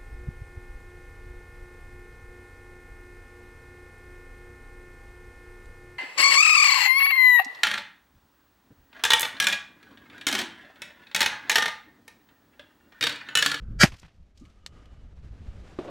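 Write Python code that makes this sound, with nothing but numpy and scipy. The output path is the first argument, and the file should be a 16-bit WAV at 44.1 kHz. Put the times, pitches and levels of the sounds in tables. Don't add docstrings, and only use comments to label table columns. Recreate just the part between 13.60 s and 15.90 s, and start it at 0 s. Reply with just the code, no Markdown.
import sys
import numpy as np
from scipy import signal
from scipy.fft import rfft, irfft
from scipy.io import wavfile

SR = 44100
rng = np.random.default_rng(int(sys.argv[2]) if len(sys.argv) > 2 else 0)


def unload_audio(sound):
    columns = np.transpose(np.atleast_2d(sound))
    steps = np.round(np.clip(columns, -1, 1) * 32767)
    wavfile.write(sys.argv[1], SR, steps.astype(np.int16))


N = 101429
T = np.arange(N) / SR
HZ = np.fft.rfftfreq(N, 1 / SR)
SHOT_S = 0.2338

# (frequency [Hz], relative density [dB])
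ECHO_SPECTRUM = [(59, -30), (100, 1.5), (224, -2), (360, -21), (807, -15.5), (2470, -16), (5500, -29.5),
                 (14000, -57)]


def amp(db):
    return 10 ** (np.asarray(db) / 20)


def unit(x):
    return x / np.sqrt(np.mean(x ** 2) + 1e-20)


def colour(points):
    f, db = np.transpose(points)
    return amp(np.interp(np.log(HZ + 1), np.log(f + 1), db))


def level(points):
    return amp(np.interp(T, *np.transpose(points)))


def noise(gain):
    return unit(irfft(rfft(rng.standard_normal(N)) * gain, N))


def band(hz, width):
    return 1 / (1 + np.abs((HZ - hz) / width) ** 3)


def burst(start, decay_s, rise_s=0.00054):
    age = np.maximum(T - start, 0)
    return (1 - np.exp(-age / rise_s)) * np.exp(-age / decay_s)


def flutter(rate_hz, depth_db):
    return amp(depth_db * noise(1 / (1 + (HZ / rate_hz) ** 4)))


def ring(start, modes):
    age = np.maximum(T - start, 0)
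    out = 0
    for hz, db, t60 in modes:
        out = out + amp(db) * np.exp(-np.log(1000) * age / t60) * np.sin(2 * np.pi * hz * age)
    return out


def wind():
    # (frequency [Hz], relative density [dB])
    spectrum = [(20, -2.5), (58, 3), (100, -6), (200, -17), (350, -29.5), (500, -37.5), (1100, -76)]
    # (time [s], level [dB])
    gusts = [(0, -40.5), (0.125, -29.5), (0.18, -36), (0.3, -46.5), (0.39, -57), (0.61, -52.5),
             (0.73, -57.5), (0.83, -54.5), (1.0, -58), (1.4, -47.5), (1.7, -45), (1.87, -38), (2.03, -47.5),
             (2.3, -53)]
    return level(gusts) * noise(colour(spectrum)) * flutter(rate_hz=15, depth_db=2.5)


def air():
    # (frequency [Hz], relative density [dB])
    spectrum = [(100, -10), (200, -2.5), (350, -11), (500, -10.5), (1000, -19), (1400, -18.5), (3700, -27),
                (7000, -34.5), (12500, -50.5), (15500, -70)]
    # (time [s], level [dB])
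    swell = [(0, -66), (0.17, -67), (0.4, -76.5), (0.68, -72), (0.84, -66.5), (1.0, -66), (1.2, -59),
             (1.5, -63.5), (1.8, -58), (2.0, -54), (2.17, -51.5), (2.3, -50.5)]
    # (middle [s], half length to 1/e [s], centre [Hz], width [Hz], level [dB])
    hollow_bands = [(0.083, 0.3, 1392, 261, -70), (0.86, 0.047, 1220, 110, -67.5),
                    (1.2, 0.23, 1240, 70, -70.5), (1.219, 0.21, 2960, 110, -74.5)]
    hiss = level(swell) * noise(colour(spectrum)) * flutter(rate_hz=20, depth_db=1.8)
    hollow = 0
    for middle, half, hz, width, db in hollow_bands:
        envelope = amp(db) * np.exp(-((T - middle) / half) ** 2)
        hollow = hollow + envelope * noise(band(hz, width))
    return hiss + hollow


def rush():
    # (frequency [Hz], relative density [dB])
    spectrum = [(100, -3), (300, -17), (680, -4), (1000, -12.5), (1400, -1.5), (1950, -1), (2550, -14),
                (3050, -4.5), (3550, -15), (4900, -1.5), (5800, -13.5), (6250, -7), (7800, -11),
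                (9000, -19.5), (10200, -16), (12500, -23.5), (15200, -39)]
    # (frequency [Hz], relative level [dB])
    resonances = [(1354, -1.5), (1445, -0.5), (1563, -5.5), (1645, 2), (1823, -3.5), (1931, -4),
                  (2314, -1.5), (2950, -8), (3231, -6.5), (3890, -10), (4545, -5.5), (4738, -5.5),
                  (5015, -5.5), (5530, -7.5), (6240, -6.5), (6703, -11.5)]
    lead_s, rise_s, rise_db = 0.016, 0.03, 46
    fall_db_per_s, wander_hz = 1299.5, 6
    early = np.maximum(SHOT_S - lead_s - T, 0) / rise_s
    late = np.maximum(T - SHOT_S - .003, 0)
    shape = amp(-rise_db * early ** 2 - fall_db_per_s * late)
    rings = 0
    for hz, db in resonances:
        cycles = np.cumsum(hz + wander_hz * noise(HZ < 60)) / SR
        rings = rings + amp(db) * np.sin(2 * np.pi * (cycles + rng.random()))
    harsh = amp(-19) * noise(colour(spectrum)) * flutter(rate_hz=570, depth_db=1.5)
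    return shape * (harsh + amp(-15) * unit(rings))


def scatter():
    # (frequency [Hz], relative density [dB])
    spectrum = [(200, -1.5), (450, -11), (800, -4.5), (1050, -9), (1600, 0.5), (2400, -1.5), (3500, -8),
                (6000, -9), (9000, -19.5), (12500, -24.5), (15200, -36.5)]
    dying = amp(-15) * burst(SHOT_S, decay_s=0.014, rise_s=0.0025)
    ahead = amp(-39) * burst(0.19, decay_s=0.0065, rise_s=.002)
    return (dying + ahead) * noise(colour(spectrum)) * flutter(rate_hz=1200, depth_db=2.5)


def blast():
    # (time [s], level [dB], decay [s])
    fronts = [(0.2338, -6.5, .0012), (0.2390, -12, .0013)]
    # (frequency [Hz], relative density [dB])
    crack_spectrum = [(100, -13), (1200, -2.5), (2400, 1), (4500, -6), (7000, -20.5), (15000, -34)]
    # (frequency [Hz], level relative to the front [dB], t60 [s])
    bite_modes = [(2330, 2.5, .016), (815, -12, .04), (590, -9, .035), (335, -5, .04)]
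    # (frequency [Hz], relative density [dB])
    puff_spectrum = [(40, -4.5), (150, -2), (300, 2.5), (460, -16), (600, -6), (820, -2), (1050, -18.5),
                     (8000, -61.5)]
    boom_s, boom_hz, sag_s, peak_s = 0.2352, 248, 0.019, 0.005

    steps = sum(amp(db) * burst(s, decay, rise_s=.0001) for s, db, decay in fronts)
    crack = noise(colour(crack_spectrum)) * steps
    bite = sum(amp(db) * ring(s, bite_modes) for s, db, _ in fronts)

    age = np.maximum(T - boom_s, 0)
    u = age / peak_s
    cycles = boom_hz * sag_s * (1 - np.exp(-age / sag_s))
    boom = -amp(-6) * (u * np.exp(1 - u)) ** 2 * np.sin(2 * np.pi * cycles)

    v = np.maximum(T - SHOT_S - .0014, 0) / 0.00082
    shock = -amp(-4.0) * (v > 0) * (1 - v) * np.exp(-v)

    puff = amp(-16) * noise(colour(puff_spectrum)) * burst(SHOT_S, decay_s=0.0099, rise_s=0.0024)
    return crack + bite + boom + shock + puff


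def echoes():
    # (time [s], relative level [dB], decay [s])
    arrivals = [(0.274, -36.5, 0.0065), (0.3193, -39, 0.0084), (0.339, -46, 0.011), (0.4298, -46.5, 0.012),
                (0.448, -52.5, 0.013), (0.48, -61, .035)]
    # (frequency [Hz], relative density [dB])
    tail_spectrum = [(400, -13.5), (1400, -1.5), (3000, -0.5), (5500, -3), (9000, -14.5), (14000, -22.5)]
    returns = sum(amp(db) * burst(s, decay, rise_s=0.00099) for s, db, decay in arrivals)
    tail = amp(-54.5) * burst(SHOT_S, decay_s=0.13, rise_s=0.024) * flutter(rate_hz=50, depth_db=3.0)
    return amp(1.5) * returns * noise(colour(ECHO_SPECTRUM)) + tail * noise(colour(tail_spectrum))


def stalks():
    # (time [s], level [dB], decay [s], centre of focus [Hz])
    ticks = [(0.397, -46, 0.0031, 6270), (0.774, -58.5, 0.008, 4897), (0.797, -64, 0.017, 6040),
             (0.852, -56, 0.009, 1900), (0.898, -62, .008, 2800), (1.2565, -55.5, 0.0046, 2300)]
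    # (frequency [Hz], relative density [dB])
    spectrum = [(200, -20), (1000, -5.5), (3000, 5.5), (7000, 2.5), (10500, -7), (13000, -10), (15500, -15)]
    rustle = amp(-69) * burst(0.742, decay_s=0.19, rise_s=.03)
    out = rustle * noise(colour(spectrum) / (1 + HZ / 5000))
    for s, db, decay, hz in ticks:
        focus = 1 / np.sqrt(1 + (np.log((HZ + 1) / hz) / 0.27) ** 2)
        out = out + amp(db) * burst(s, decay, rise_s=0.00062) * noise(colour(spectrum) * focus)
    return out * flutter(rate_hz=620, depth_db=2)


def sleeve():
    return amp(-47) * burst(0.81, decay_s=0.031, rise_s=0.0035) * noise(band(hz=252, width=87))


def click():
    # (time [s], relative level [dB], decay [s])
    impacts = [(1.0629, -27, 0.0015), (1.0686, -44, 0.0028), (1.073, -50, 0.0023)]
    # (frequency [Hz], relative density [dB])
    spectrum = [(1000, -10.5), (1800, 1.5), (4300, 3.5), (8000, 1), (10400, -16), (15500, -19)]
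    # (frequency [Hz], relative level [dB], t60 [s])
    steel_modes = [(1850, -7, 0.018), (2630, -17, 0.018), (3740, 1, 0.009), (4290, 2, 0.008)]
    snap = sum(amp(db) * burst(s, decay, rise_s=.0001) for s, db, decay in impacts)
    tail = amp(-47) * burst(impacts[0][0], decay_s=0.011)
    rings = sum(amp(db) * ring(s, steel_modes) for s, db, _ in impacts)
    return amp(-5.5) * (snap + tail) * noise(colour(spectrum)) + amp(-3.0) * rings


def handling():
    # (frequency [Hz], relative level [dB], t60 [s])
    case_modes = [(361, 2.5, 0.054), (557, -27, 0.027), (820, -5.5, 0.011), (1170, -6, 0.009)]
    # (frequency [Hz], relative density [dB])
    rub_spectrum = [(100, -22.5), (330, 1), (640, -0.5), (900, -10), (2000, -22), (3500, -25.5),
                    (5300, -35.5), (14000, -59)]
    # (time [s], level [dB])
    rub_level = [(2.18, -79), (2.19, -32), (2.21, -43.5), (2.222, -43.5), (2.24, -49.5), (2.252, -43),
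                 (2.266, -45), (2.28, -38.5), (2.3, -39.5)]
    palm_hz = 3200
    tick = amp(-41) * burst(2.1958, decay_s=0.001) * noise(colour(ECHO_SPECTRUM))
    thud = irfft(rfft(ring(2.1885, case_modes)) / (1 + (HZ / palm_hz) ** 2), N)
    rub = level(rub_level) * noise(colour(rub_spectrum)) * flutter(rate_hz=150, depth_db=1.5)
    return amp(-23.5) * thud + tick + rub


def scene():
    mid = wind() + air() + rush() + scatter() + blast() + echoes() + stalks() + sleeve() + click() + handling()
    # (frequency [Hz], relative density [dB])
    side_spectrum = [(900, -52), (1500, 1), (5000, -5), (9000, -6.5), (13000, -3.5)]
    around_shot = np.exp(-((T - SHOT_S + .007) / .02) ** 2)
    width = amp(-40) * around_shot * noise(colour(side_spectrum))
    return np.array([mid + width, mid - width])


def record(dry):
    lowpass = signal.firwin(511, 15450, window=("kaiser", 9), fs=SR)
    return signal.oaconvolve(np.clip(dry, -1, 1), lowpass[None], "same")


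dry = scene()
out = record(dry)
unload_audio(out)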